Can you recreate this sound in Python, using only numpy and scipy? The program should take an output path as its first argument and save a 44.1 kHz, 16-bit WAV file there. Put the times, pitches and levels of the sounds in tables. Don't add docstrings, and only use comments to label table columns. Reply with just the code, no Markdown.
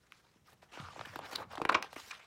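import sys
import numpy as np
from scipy import signal
from scipy.fft import rfft, irfft
from scipy.io import wavfile
from scipy.ndimage import uniform_filter1d

SR = 44100
rng = np.random.default_rng(int(sys.argv[2]) if len(sys.argv) > 2 else 0)


def unload_audio(sound):
    columns = np.transpose(np.atleast_2d(sound))
    steps = np.round(np.clip(columns, -1, 1) * 32767)
    wavfile.write(sys.argv[1], SR, steps.astype(np.int16))


def volts(x):
    e = np.asarray(x, float) / 20
    return 10 ** e


N = 100062


def evened(x):
    return x / np.sqrt(np.mean(x ** 2) + 1e-20)


def add(mix, s, sound):
    part = mix[max(round(s * SR), 0):][:len(sound)]
    part += sound[:len(part)]


def steep(x, hz, kind, order=2):
    return signal.sosfilt(signal.butter(order, hz, kind, fs=SR, output="sos"), x)


def colour(x, points, tilt_db=0):
    hz = np.fft.rfftfreq(len(x), 1 / SR) + 1
    f, db = np.transpose(points)
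    curve_db = np.interp(np.log(hz), np.log(f), db)
    tilted_db = curve_db + tilt_db * np.log2(hz / 1000 + 0.42)
    return evened(irfft(rfft(x) * volts(tilted_db), len(x)))


def ring(x, hz, width):
    turn = np.exp(2j * np.pi * np.cumsum(hz * np.ones(len(x))) / SR)
    r = np.exp(-np.pi * width / SR)
    return 2 * (turn * signal.lfilter([1 - r], [1, -r], x / turn)).real


def hump(count, rising):
    u, peak = np.arange(count) / count, np.clip(rising, .03, .9)
    return np.sin(np.pi / 2 * np.minimum(u / peak, (1 - u) / (1 - peak))) ** 1.53


def grains():
    slips_per_s, spread_db, clump_db, smooth = 5000, 2.0, 2.0, 1.6
    size = volts(spread_db * np.minimum(rng.exponential(1, N), 5))
    slips = size * (rng.random(N) < slips_per_s / SR)
    drift = uniform_filter1d(rng.standard_normal(N), size=300)
    clumps = evened(uniform_filter1d(drift, size=300))
    return evened(volts(clump_db * clumps) * (evened(slips) + smooth) * rng.standard_normal(N))


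def patchy(x):
    patch_db = 3.0
    z = signal.stft(x, nperseg=256)[2]
    field = uniform_filter1d(rng.standard_normal(z.shape), size=5, axis=0)
    field = evened(uniform_filter1d(field, size=9, axis=1))
    return evened(signal.istft(z * volts(patch_db * field), nperseg=256)[1][:N])


# frequency in Hz, level in dB per Hz.
HUSH_COLOUR = [(15, -42), (25, 6), (170, -9), (427, -5.5), (695, -12.5), (4140, -21), (4490, -28),
               (5280, -20), (16000, -30.5)]


def hush():
    return volts(-74) * colour(rng.standard_normal(N), HUSH_COLOUR)


# time in seconds, level in dB.
HANDLING_LEVELS = [(0, -77), (.78, -71.5), (.99, -62), (1.14, -63), (1.229, -64), (1.3, -69), (1.4, -56.5),
                   (1.59, -65), (1.76, -65.5), (1.951, -70.5), (2.26, -75.5)]


def rumble():
    s, db = np.transpose(HANDLING_LEVELS)
    level = volts(np.interp(np.arange(N) / SR, s, db))
    return level * evened(steep(grains(), [60, 198], "band"))


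# frequency in Hz, level in dB per Hz.
PAPER_COLOUR = [(88, -61), (150, -9), (494, 2.5), (979, 3.5), (1340, 1), (1660, -2), (2810, -10),
                (5570, -21), (16000, -53)]

# start in seconds, length in seconds, level in dB,
# tilt in dB per octave, share of the length spent rising.
SLIDING_STROKES = [(0, 0.27, -73, 7.5, 0.059), (0.106, 0.14, -69.5, 9.5, 0.5),
                   (0.223, 0.24, -70.5, 6, 0.095), (0.437, 0.13, -64.5, 6.5, 0.37),
                   (0.616, 0.072, -64, 8.5, 0.13), (0.674, 0.056, -67, 3, 0.39),
                   (0.71, 0.25, -52.5, 5.5, 0.15), (0.843, 0.37, -54, 5.5, 0.41),
                   (1.07, 0.13, -56.5, 6, 0.8), (1.19, 0.099, -47.5, 2, 0.6),
                   (1.261, 0.073, -52, 5.5, 0.58), (1.309, 0.074, -46, 6.5, .08),
                   (1.361, 0.093, -44.5, -0.5, 0.46), (1.479, 0.072, -49.5, 3.5, 0.87),
                   (1.542, 0.15, -60.5, 5, 0.16), (1.689, 0.056, -37.5, -10, 0.15),
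                   (1.738, 0.097, -41, -4, 0.091), (1.817, 0.069, -47.5, 3.5, 0.19),
                   (1.896, 0.067, -57.5, 8.5, 0.6), (1.958, 0.078, -47.5, 8, 0.051),
                   (2.001, 0.13, -55, 11.5, 0.43), (2.069, 0.15, -53, 6.5, 0.41),
                   (2.173, 0.13, -62, 6.5, 0.37), (1.425, 0.08, -68.5, 1.5, 0.29),
                   (0.543, 0.092, -75.5, 6, .4), (1.86, 0.058, -63, 4, 0.66)]


def strokes():
    grit, out = patchy(grains()), np.zeros(N)
    for s, length, db, tilt_db, rising in SLIDING_STROKES:
        piece = np.roll(grit, -round(s * SR))[:round(length * SR)]
        add(out, s, volts(db) * hump(len(piece), rising) * colour(piece, PAPER_COLOUR, tilt_db))
    return out


# start in seconds, peak in dB, starting pitch in Hz, cycles until it dies.
KINK_POPS = [(.1216, -32, 2840, 1.5), (.1221, -40, 1520, 1.5), (0.8, -39.5, 4520, 7.9),
             (1.6525, -36, 4240, 4.1), (1.6, -29.5, 870, 2.5), (0.14, -53, 2150, 1.5),
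             (1.6914, -18.5, 1340, 1), (1.7222, -21, 1500, 1.8), (1.7453, -17.5, 3330, 2.3),
             (1.7497, -17.5, 1400, 2.03), (1.7525, -21, 1500, 2), (1.7625, -25.5, 1300, 2.1),
             (1.6518, -19, 1880, 1.5), (1.2, -37.5, 1150, 2.3), (1.3555, -34.5, 1500, 1.5),
             (1.8255, -26, 2200, 1.7), (.9315, -44, 1200, 3.3), (1.5625, -38, 970, 1.8),
             (1.7, -41, 1140, 3.3), (1.0115, -28, 1770, 1.8)]


def pops():
    rise_turns, sag = 0.57, 0.122
    out, t = np.zeros(N), np.arange(800) / SR
    for s, db, hz, cycles in KINK_POPS:
        turns = np.log(1 + sag * hz * t) / sag
        shape = np.minimum(turns / rise_turns, 1) * np.exp(-turns / cycles)
        add(out, s, volts(db) * shape * np.sin(2 * np.pi * turns))
    return out


# peak time in seconds, level in dB, top frequency in Hz.
COAT_SPECKS = [(1.556, -49, 12000), (1.579, -49, 13000), (1.6175, -41, 8500), (1.651, -35, 9000),
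               (1.619, -38, 9000), (1.656, -50, 9000), (1.962, -58, 9000), (0.122, -52, 12000),
               (.47, -63, 16000), (.503, -58, 16000), (0.532, -56, 16000), (1.056, -47, 16000),
               (1.068, -60, 16000), (1.159, -42.5, 16000), (1.19, -44.5, 16000), (1.313, -45.5, 16000),
               (1.324, -45, 16000), (1.333, -41, 16000), (1.359, -32.5, 16100), (1.692, -38.5, 11900),
               (1.722, -41, 11000), (1.8248, -37, 16000), (1.93, -47, 16000), (1.603, -55, 10000),
               (1.734, -49, 10000)]


def specks():
    rise_s, fall_s, lead_s = 0.00033, 0.00086, .002
    out, t = np.zeros(N), np.arange(400) / SR - lead_s
    noise = rng.standard_normal((len(COAT_SPECKS), len(t)))
    for (s, db, top_hz), z in zip(COAT_SPECKS, noise):
        shape = np.exp(-abs(t) / np.where(t < 0, rise_s, fall_s))
        tick = steep(steep(z, 6660, "high"), top_hz, "low")
        add(out, s - lead_s, volts(db) * shape * tick)
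    return out


# start in seconds, level in dB, starting pitch in Hz,
# wobbles until it dies.
PAGE_FLAPS = [(0.7995, -38, 183, 1.5), (.7765, -40.5, 390, 1.4), (1.965, -40, 380, 1.9),
              (1.8, -45, 309, 1.9), (3.2, -44, 320, 1.3), (1.6035, -40, 460, 1.4),
              (1.6245, -31.5, 400, 1.2), (1.2, -47, 280, 1), (1.694, -29, 430, 1.1), (2.075, -54, 584, 3),
              (.825, -44.5, 129, 4.2), (1.07, -44, 290, 0.99), (1.163, -52, 180, 2.3), (1, -48, 150, 3.3),
              (1.757, -41.5, 100, 0.94), (0.36, -59, 300, 1.8), (0.98, -46.5, 430, 2),
              (1.349, -45.5, 307, 1.1), (1.582, -35.5, 400, 2.3), (1.6185, -19, 570, 1),
              (1.6545, -20.5, 474, 0.74), (1.162, -33.5, 417, 1.2), (1.752, -27, 480, 2.6),
              (1.095, -50.5, 146, 4.8), (1.7, -28.5, 610, 0.62)]


def flaps():
    fall_turns = 1.56
    out, t = np.zeros(N), np.arange(6000) / SR
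    for s, db, hz, wobbles in PAGE_FLAPS:
        pitch = hz * (0.62 + 0.44 * np.exp(-t * hz / fall_turns))
        turns = np.cumsum(pitch) / SR
        shape = np.minimum(t * hz / 0.17, 1) * np.exp(-t * hz / wobbles)
        add(out, s, volts(db) * shape * np.sin(2 * np.pi * turns))
    return out


# start in seconds, length in seconds, level in dB.
GLOSSY_WIPES = [
    (0.465, 0.086, -74.5),
    (0.722, 0.048, -85),
    (1.046, 0.1, -73),
    (1.235, 0.2, -69.5),
    (1.51, 0.029, -64),
    (1.956, 0.066, -66),
    (2.007, 0.11, -74),
]


def wipes():
    edge_s = 0.0099
    out, hiss = np.zeros(N), evened(steep(grains(), 4500, "high"))
    for s, length, db in GLOSSY_WIPES:
        t = np.arange(0, length, 1 / SR)
        shape = np.minimum(np.minimum(t, length - t) / edge_s, 1)
        add(out, s, volts(db) * shape * hiss[round(s * SR):][:len(t)])
    return out


# centre in seconds, length in seconds, level in dB,
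# pitch in Hz, tilt in dB per octave.
EDGE_SCUFFS = [(0.486, .012, -65.5, 1100, 22), (0.531, 0.01, -64, 2850, -19), (1.055, .009, -50, 1610, 19),
               (1.333, .02, -52.5, 4500, -10), (1.359, 0.005, -35, 4060, 6.5),
               (1.355, 0.008, -45.5, 4500, 5.5), (1.556, 0.008, -54.5, 3550, 13.5),
               (1.729, .009, -40, 2220, -7), (1.7473, 0.002, -36.5, 3000, 1.5),
               (1.75, .011, -28.5, 2480, 6), (1.755, .013, -33, 1150, 4), (1.058, 0.005, -51, 3050, 6),
               (1.8268, 0.0025, -40, 5550, 7.5), (1.965, .009, -48.5, 2440, -2),
               (2.1125, .008, -43, 2530, 9.5)]


def scuffs():
    out, grit = np.zeros(N), grains()
    for s, length, db, hz, tilt_db in EDGE_SCUFFS:
        piece = np.roll(grit, -round(s * SR))[:4096]
        piece = colour(piece, PAPER_COLOUR, tilt_db)
        piece = 1.01 * steep(piece, min(2.5 * hz, 15900), "low", order=3)
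        width = 0.32 * hz
        piece = piece + evened(ring(ring(piece, hz, width), hz, width))
        count = round(length * 1.965 * SR)
        burst = piece[500:500 + count] * hump(count, 0.42) ** 2.14
        add(out, s - length * .84, volts(db) * evened(burst))
    return out


# start in seconds, peak in dB, starting
# pitch in Hz, tick in dB against the chirp.
CREASE_SNAPS = [(0.627, -46, 640, -16), (0.772, -36.5, 635, 0), (0.884, -38, 960, -2),
                (0.96, -36.5, 734, -18), (0.991, -34.5, 783, 4), (1.009, -33.5, 760, 3),
                (1.157, -26.5, 1062, -0.5), (1.189, -29, 800, -4.5), (1.311, -43, 940, 4),
                (1.531, -36.5, 883, -11), (1.551, -33.5, 850, -9), (1.577, -29.5, 850, -1),
                (1.615, -19, 815, -6.5), (1.636, -46, 1280, -21), (1.65, -22, 942, 2),
                (1.724, -26.5, 1016, 4), (1.8238, -33.5, 1155, 10), (1.928, -38.5, 750, 5),
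                (1.962, -35.5, 842, -27),
                (1.5726, -33.5, 1250, -3),
    (1.6895, -31.5, 1450, 14.5),
    (1.6935, -15, 1076, 3.5),
]



def snaps():
    rise_s, late_s, tick_s = 0.002465, 0.00027, 0.003
    cycles, pitch_fall, overshoot = 1.3, 0.93, 1.372
    events = CREASE_SNAPS
    out, t = np.zeros(N), np.arange(1500) / SR
    noise = rng.standard_normal((len(events), len(t)))
    rise = np.minimum(t / rise_s, 1) ** 2
    for (s, db, hz, tick_db), z in zip(events, noise):
        falling_t = np.maximum(t - 0.79 * rise_s, 0)
        pitch = overshoot * hz / (1 + pitch_fall * hz * falling_t / 2)
        turns = np.cumsum(pitch) / SR
        fade = np.exp(-(np.maximum(t - rise_s, 0) / (cycles / hz)) ** 0.87)
        chirp = rise * fade * np.sin(2 * np.pi * turns)
        dry_noise = evened(steep(colour(z, PAPER_COLOUR, 7), [1100, 4230], "band"))
        tick = rise * np.exp(-t / tick_s) * dry_noise
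        add(out, s + late_s, volts(db) * (chirp + volts(tick_db - 5.5) * tick))
    return out


# start in seconds, length in seconds, level in dB,
# pitch in Hz, end pitch in Hz, sharpness as a plain factor.
AIR_POCKETS = [(0.741, 0.13, -53.5, 1534, 1100, 2.3), (0.822, .13, -52, 1360, 1035, 1.9),
               (0.706, 0.12, -60, 2970, 2700, 0.94), (1.207, 0.11, -57, 1520, 1400, 0.73),
               (1.398, 0.061, -47, 1060, 1100, 1.15), (1.69, 0.022, -27.5, 1030, 1050, 1.4),
               (1.748, 0.058, -41.5, 1130, 990, 1), (2.103, 0.038, -45, 2830, 890, 1.05),
               (2.201, 0.055, -59, 2390, 2330, 0.65), (1.507, 0.055, -60, 1490, 1420, 0.55),
               (1.707, 0.025, -37, 1140, 1050, 1.3)]


def pockets():
    out, grit = np.zeros(N), grains()
    for s, length, db, hz, end_hz, sharp in AIR_POCKETS:
        piece = np.roll(grit, -round(s * SR))[:round(length * SR)]
        glide = np.geomspace(hz, end_hz, len(piece))
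        width = 0.38 * np.sqrt(hz * 1000) / sharp
        sung = evened(ring(ring(piece, glide, width), glide, width))
        add(out, s, volts(db) * hump(len(piece), 0.3) * sung)
    return out


def room(x):
    t60_low_s, t60_high_s = 0.29, 0.14
    taps = np.zeros(SR // 2)
    at = np.arange(120, len(taps) - 20, 20)
    taps[at + rng.integers(0, 20, len(at))] = rng.choice([-1., 1.], len(at))
    hz, t, z = signal.stft(taps, SR, nperseg=256)
    t60 = np.interp(np.log(hz + 1), np.log([500, 8000]), [t60_low_s, t60_high_s])
    tail = signal.istft(z * volts(-60 * t / t60[:, None]), SR, nperseg=256)[1]
    return signal.fftconvolve(x, tail / np.linalg.norm(tail))[:N]


def scene():
    sliding = strokes()
    crisp = steep(snaps() + scuffs(), 154, "high")
    page = sliding + crisp + flaps() + pockets() + pops() + specks() + wipes()
    mix = page + volts(-15) * room(page) + rumble() + hush()
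    return mix[None]


def roll_off(x):
    return signal.sosfilt(signal.butter(12, 16610, fs=SR, output="sos"), x)


def record(dry):
    heard = steep(dry, 52, "high", order=3)
    band_limit = signal.firwin(255, 15900, fs=SR)[None]
    mix = signal.oaconvolve(heard, band_limit, "same")
    return roll_off(mix)


dry = scene()
out = record(dry)
unload_audio(out)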